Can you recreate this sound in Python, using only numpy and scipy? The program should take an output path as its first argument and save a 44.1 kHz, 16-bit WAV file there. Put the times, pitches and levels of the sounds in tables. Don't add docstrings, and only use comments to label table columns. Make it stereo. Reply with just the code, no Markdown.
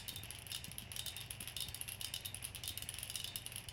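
import sys
import numpy as np
from scipy import signal
from scipy.fft import rfft, irfft, next_fast_len
from scipy.io import wavfile
from scipy.ndimage import map_coordinates

SR = 44100
rng = np.random.default_rng(int(sys.argv[2]) if len(sys.argv) > 2 else 0)


def store_wav(level_fs):
    pcm = np.round(np.clip(np.atleast_2d(level_fs), -1, 1) * 32767)
    wavfile.write(sys.argv[1], SR, pcm.T.astype(np.int16))


N = 164052

TICK_LEAD_S, TICK_PAN_DB = -0.000187, -0.2
WOOD_LEAD_S, WOOD_PAN_DB = 0.0003715, 2
WOOD_APART = 0.75
TICK_WET_DB, WOOD_WET_DB, TICK_WET_APART = -11, -7.5, 0.32
SNAP_DB = 8


def amp(db):
    return 10 ** (np.asarray(db) / 20)


def unit(x):
    return x / np.sqrt(np.mean(x ** 2) + 1e-20)


def unit_hit(x, size=220):
    return x / np.sqrt(np.sum(x ** 2) / size + 1e-20)


def along(points, hz):
    point_hz, value = np.transpose(points)
    return np.interp(np.log(hz + 1), np.log(point_hz + 1), value)


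def wobble(rate):
    points = rng.standard_normal(int(N * rate / SR) + 4)
    return map_coordinates(points, [np.arange(N) * rate / SR])


def filtered(x, response):
    size = next_fast_len(N + SR // 4)
    hz = np.fft.rfftfreq(size, 1 / SR)
    return irfft(rfft(x, size) * response(hz), size)[..., :N]


def resonate(x, colour_db):
    size = len(x)
    log_gain = colour_db(np.fft.rfftfreq(size, 1 / SR)) * np.log(10) / 20
    cepstrum = irfft(log_gain, size)
    causal = 2 * cepstrum * (np.arange(size) < size // 2)
    return irfft(rfft(x) * np.exp(rfft(causal)), size)


def noise(spectrum):
    return unit(filtered(rng.standard_normal(N), lambda hz: amp(along(spectrum, hz))))


def pair(shared, own, apart):
    return np.array([shared + apart * own, shared - apart * own]) / np.hypot(1, apart)


def place(x, lead_s, pan_db):
    side = np.array([[.5], [-.5]])
    return amp(side * pan_db) * filtered(x, lambda hz: np.exp(2j * np.pi * hz * side * lead_s))


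def add(track, start_s, sound):
    i = round(start_s * SR)
    sound = sound[..., max(-i, 0):]
    part = track[..., max(i, 0):][..., :sound.shape[-1]]
    part += sound[..., :part.shape[-1]]


def with_room(x, wet_db, apart, size=256, count=56):
    # delay_s [s], level_db [dB], before small random changes
    walls = [(.0086, -17.5), (0.011, -18)]
    # pitch_hz [Hz], t60_s [s to fall by 60 dB]
    room_fade = [(300, 0.23), (3000, 0.26), (9000, 0.27), (16000, 0.097)]
    hz = np.fft.rfftfreq(size, 1 / SR)
    block_s = np.arange(count)[:, None] * size / SR
    blocks = rfft(rng.standard_normal((2, count, size))) * amp(-60 * block_s / along(room_fade, hz))
    t = np.arange(count * size) / SR
    tail = irfft(blocks).reshape(2, -1) * (1 - np.exp(-(t / 0.0041) ** 2))
    tail = pair(*tail, apart) / np.linalg.norm(tail[0])
    out = amp(wet_db) * signal.fftconvolve(x, tail, axes=1)
    add(out, 0, x)
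    for delay_s, level_db in walls:
        add(out, delay_s + .0003 * rng.standard_normal(), amp(level_db + rng.normal(0, 1.3)) * x)
    return out


def chatter(t60_s, snap_db, size=2048):
    t = np.arange(size) / SR
    spikes_db = 4 * rng.standard_normal(size)
    force = rng.standard_normal(size) * amp(spikes_db - 60 * t / t60_s)
    force[0] = amp(snap_db + rng.normal(0, 3.0))
    return force


def room_tone():
    # pitch_hz [Hz], relative level_db [dB]
    rumble_colour = [(20, -53), (40, -2), (70, 4), (130, -3.5), (180, -7), (500, -20), (1000, -27.5),
                     (4000, -65)]
    # pitch_hz [Hz], relative level_db [dB]
    air_colour = [(150, 2.5), (350, -8), (700, 2.5), (1200, -6), (2500, -9.5), (8000, -38), (16000, -50)]
    # pitch_hz [Hz], average rms level_db [dB] before the left-right balance
    hum_tones = [(96.7, -61.5), (119.8, -62), (386.5, -77), (538, -85), (1007, -81)]
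    t = np.arange(N) / SR
    hum = np.zeros(N)
    for pitch_hz, level_db in hum_tones:
        level = np.sqrt(2) * amp(level_db + 0.38 * wobble(5.3))
        hum += level * np.sin(2 * np.pi * pitch_hz * t + 0.24 * wobble(3.92))
    low = hum + amp(-58.5) * pair(noise(rumble_colour), noise(rumble_colour), 0.37)
    air = amp(-62) * pair(noise(air_colour), noise(air_colour), 0.52)
    return place(low, 0, 0.97) + place(air, WOOD_LEAD_S, 4)


def bearings():
    # pitch_hz [Hz], relative level_db [dB]
    rub_colour = [(400, -27), (800, -3), (1300, -6), (1800, 0.5), (2200, -1.5), (2850, 1.5), (3300, -9),
                  (7500, -18), (11000, -70), (16000, -55)]
    level_db = -58 + 2 * wobble(14) + 2 * wobble(150)
    rub = pair(noise(rub_colour), noise(rub_colour), 0.43)
    return place(amp(level_db) * rub, WOOD_LEAD_S, 0.13)


def tick(pitch_hz):
    # pitch_hz [Hz], relative level_db [dB]
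    tick_colour = [(1000, -21.5), (6500, -20), (7700, 3), (8600, 5.5), (9600, -2.5), (10700, -1),
                   (11800, -4), (13000, 1.5), (14400, -2.5), (15600, -6), (16800, -33)]
    emphasis_db, width_hz = 5.5, 1900

    def colour_db(hz):
        return along(tick_colour, hz) + emphasis_db * np.exp(-((hz - pitch_hz) / width_hz) ** 2)

    return unit_hit(resonate(chatter(0.013, SNAP_DB), colour_db))


def clack(size=2048):
    # pitch_hz [Hz], relative level_db [dB], t60_s [s to fall by 60 dB]
    disc_tones = [(1673, -13, 0.011), (2782, -15.5, 0.013), (3007, 2.5, 0.02), (2900, 3.5, 0.0073),
                  (3542, -3, 0.025), (3750, -5.5, 0.028), (4097, -5.5, 0.017), (4456, -6.5, 0.012),
                  (5010, -9.5, 0.036), (5440, -7.5, 0.017), (6720, -18.5, 0.042)]
    # pitch_hz [Hz], relative level_db [dB]
    crack_colour = [(500, -12), (1400, -3.5), (3000, -5), (5300, 5), (7500, -1.5), (10000, -14)]
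    attack_s, crack_t60_s, crack_db = 0.00097, 0.032, -6
    detune_spread, level_spread_db, brightness_spread_db = .022, 2.5, 4
    t = np.arange(size) / SR
    hz, level_db, t60_s = np.transpose(disc_tones)[:, :, None]
    detune, scatter, phase = rng.standard_normal((3, len(disc_tones), 1))
    octaves = np.log2(hz / hz[0])
    level_db = level_db + brightness_spread_db * rng.standard_normal() * octaves
    fade = amp(level_db + level_spread_db * scatter - 60 * t / t60_s)
    tones = fade * np.sin(2 * np.pi * (hz * (1 + detune_spread * detune) * t + phase))
    body = tones.sum(0) * (1 - np.exp(-t / attack_s))
    burst = rng.standard_normal(size) * amp(-60 * t / crack_t60_s)
    crack = resonate(burst, lambda f: along(crack_colour, f))
    return unit_hit(unit_hit(body) + amp(crack_db) * unit_hit(crack))


def shaft_ring(size=16384):
    # pitch_hz [Hz], relative level_db [dB] before random changes,
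    # t60_s [s to fall by 60 dB]
    shaft_tones = [(3120, -24, 0.068), (3560, -8, 0.15), (3648, 3, 0.3), (3740, -2, 0.26),
                   (4480, -12, 0.51)]
    attack_s, blur_width_hz = 0.00092, 65
    t = np.arange(size) / SR
    ring = np.zeros((2, size))
    for pitch_hz, level_db, t60_s in shaft_tones:
        blur = np.cumsum(rng.standard_normal(size)) * np.sqrt(2 * np.pi * blur_width_hz / SR)
        fade = amp(level_db + rng.normal(0, 2.5) - 60 * t / t60_s)
        ring += fade * np.sin(2 * np.pi * (pitch_hz * t + rng.random((2, 1))) + blur)
    return np.sqrt(2) * ring * (1 - np.exp(-t / attack_s))


def bead_drops(ticks, wood):
    # start_s [s], relative levels tick_db, clack_db, ring_db [dB] before the trims below,
    # tick pitch_hz [Hz]
    drop_list = [(-0.012, -38.5, -37.5, -57.5, 10400), (0.081, -38, -43, -56, 13300),
                 (0.0912, -39, -40.5, -64, 13700), (0.16, -40, -45, -56, 12500),
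                 (0.5167, -41, -39.5, -62, 11200), (0.5272, -55, -45, -54, 10400),
                 (0.5475, -39.5, -36.5, -66, 10000), (0.563, -42.5, -42.5, -72, 11400),
                 (0.6434, -42, -42.5, -64, 12300), (0.9632, -39.5, -40, -67, 11400),
                 (0.9932, -35.5, -38, -51, 9500), (1.0622, -36.5, -38, -50, 13000),
                 (1.0823, -39, -40, -67, 9900), (1.1652, -41, -45, -55, 10400),
                 (1.5653, -39.5, -37.5, -52, 11300), (1.6053, -38, -37.5, -51, 10600),
                 (1.622, -38, -43, -51, 11600), (1.6851, -43, -43.5, -69, 12000),
                 (1.7453, -38, -42, -74, 11800), (2.012, -38.5, -40.5, -59, 11600),
                 (2.0453, -36, -37, -57.5, 9500), (2.1387, -38, -37.5, -54, 11500),
                 (2.162, -43, -39, -69, 9200), (2.249, -48, -46.5, -56, 10300),
                 (2.2577, -36, -44, -55, 11800), (2.6357, -43, -38.5, -56, 9200),
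                 (2.657, -46, -47, -64, 10100), (2.6772, -35.5, -39.5, -51, 11300),
                 (2.6918, -39, -40.5, -60, 11100), (2.775, -35.5, -41.5, -76, 12800),
                 (2.823, -38, -42.5, -68, 11400), (3.099, -40.5, -40, -75, 11500),
                 (3.156, -33.5, -37.5, -54, 9700), (3.2001, -44, -40.5, -61, 9500),
                 (3.2432, -42, -37, -66, 11800), (3.276, -42, -43.5, -53, 9150),
                 (3.3573, -33, -38, -55, 11400), (3.6862, -42.5, -42.5, -74, 10800)]
    tick_trim_db, clack_trim_db, ring_trim_db = 1.5, 2, 3.5
    for start_s, tick_db, clack_db, ring_db, pitch_hz in drop_list:
        bead = tick(pitch_hz)
        bead = with_room(np.array([bead, bead]), TICK_WET_DB, TICK_WET_APART)
        disc = with_room(pair(clack(), clack(), WOOD_APART), WOOD_WET_DB, 0.78)
        add(ticks, start_s, amp(tick_db + tick_trim_db) * bead)
        add(wood, start_s, amp(clack_db + clack_trim_db) * disc)
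        add(wood, start_s, amp(ring_db + ring_trim_db) * shaft_ring())


def frame(size=8192):
    # start_s [s], thud level_db [dB], pitch_hz [Hz]
    bump_list = [(0.126, -53, 109), (0.185, -53, 72.6), (0.235, -50.5, 87), (0.681, -50.5, 149),
                 (0.823, -60, 200), (1.405, -57, 192), (1.42, -54, 78), (1.667, -57.5, 175),
                 (1.686, -50, 78), (2.705, -49, 92), (2.835, -48, 102)]
    # pitch_hz [Hz], relative level_db [dB]
    knock_colour = [(60, -9), (170, 0.5), (400, -6), (1000, -19.5)]
    rise_s, fade_cycles, knock_t60_s, knock_db = 0.0021, 1.3, 0.047, -7
    out, t = np.zeros(N), np.arange(size) / SR
    for start_s, level_db, pitch_hz in bump_list:
        envelope = np.exp(-pitch_hz * t / fade_cycles) * (1 - np.exp(-t / rise_s))
        thud = np.cos(2 * np.pi * (pitch_hz * t + rng.random())) * envelope
        burst = rng.standard_normal(size) * amp(-60 * t / knock_t60_s)
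        contact = resonate(burst, lambda hz: along(knock_colour, hz))
        bump = unit_hit(thud, size=800) + amp(knock_db) * unit_hit(contact, size=800)
        add(out, start_s, amp(level_db) * bump)
    return out


def clink(spectrum, skitter_db, size=8192):
    grains_per_s, skitter_t60_s, detune_spread = 350, 0.21, .02
    t = np.arange(size) / SR
    touches = rng.random(size) < grains_per_s / SR
    grains = touches * rng.standard_normal(size) * amp(-60 * t / skitter_t60_s)
    force = amp(skitter_db) * unit_hit(grains)
    add(force, 0, unit_hit(chatter(0.015, SNAP_DB)))
    size_factor = np.exp(detune_spread * rng.standard_normal())
    return unit_hit(resonate(force, lambda hz: along(spectrum, hz * size_factor)))


def bead_clink():
    # pitch_hz [Hz], relative level_db [dB]
    clink_colour = [(7000, -27), (8800, 0.5), (9700, -2), (10500, 5.5), (12100, -0.5), (13200, -4.5),
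                    (14500, -19), (15600, -11), (16600, -68)]
    return clink(clink_colour, -18.5)


def spool_answer():
    # pitch_hz [Hz], relative level_db [dB]
    spool_colour = [(600, -24.5), (1300, -12), (2200, -14), (2850, 0.5), (3300, -3), (4200, -10),
                    (5100, -9.5), (9000, -25.5)]
    return clink(spool_colour, -3.5)


def bead_clinks(ticks, wood):
    # start_s [s], relative levels bead_db and spool_db [dB]; the spool gets the trim below
    clink_list = [(0.2343, -45, -46.5), (0.3056, -41, -44), (0.3495, -53, -45), (0.3871, -46, -51),
                  (0.4667, -44.5, -49), (0.7154, -44.5, -47), (0.7833, -38, -43), (0.8213, -57, -47.5),
                  (0.917, -41.5, -43.5), (1.2118, -45, -42.5), (1.3074, -37.5, -40.5), (1.4073, -39, -45),
                  (1.4271, -44.5, -47), (1.4748, -41.5, -42), (1.484, -47, -45), (1.8125, -35.5, -44),
                  (1.8792, -50, -44.5), (1.8895, -39, -41.5), (1.9206, -39, -45.5), (2.345, -37.5, -43),
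                  (2.426, -46, -51), (2.4427, -42, -43), (2.4508, -36.5, -43.5), (2.548, -41, -45),
                  (2.559, -48, -42), (2.8896, -36.5, -41), (2.941, -43, -41.5), (2.986, -40, -41),
                  (3.03, -36.5, -42.5), (3.143, -46, -47), (3.4636, -38.5, -42), (3.5206, -45, -47.5),
                  (3.5591, -38.5, -42.5), (3.5815, -41.5, -46)]
    spool_trim_db = 1
    for start_s, bead_db, spool_db in clink_list:
        bead = bead_clink()
        bead = with_room(np.array([bead, bead]), TICK_WET_DB, TICK_WET_APART)
        spool = with_room(pair(spool_answer(), spool_answer(), WOOD_APART), WOOD_WET_DB, 1.0)
        add(ticks, start_s, amp(bead_db) * bead)
        add(wood, start_s, amp(spool_db + spool_trim_db) * spool)


def jostling(ticks, wood):
    touches_per_s, faintest_db, range_db = 16, -59, 10
    for when, strength in rng.random((int(touches_per_s * N / SR), 2)):
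        start_s = when * N / SR
        gain = amp(faintest_db + range_db * strength)
        add(ticks, start_s, gain * bead_clink())
        add(wood, start_s, gain * spool_answer())


def beads():
    ticks, wood = np.zeros((2, 2, N))
    bead_drops(ticks, wood)
    bead_clinks(ticks, wood)
    jostling(ticks, wood)
    return place(ticks, TICK_LEAD_S, TICK_PAN_DB) + place(wood, WOOD_LEAD_S, WOOD_PAN_DB)


def scene():
    return room_tone() + bearings() + beads() + frame()


def record(dry):
    return filtered(dry, lambda hz: hz < 16700)


dry = scene()
out = record(dry)
store_wav(out)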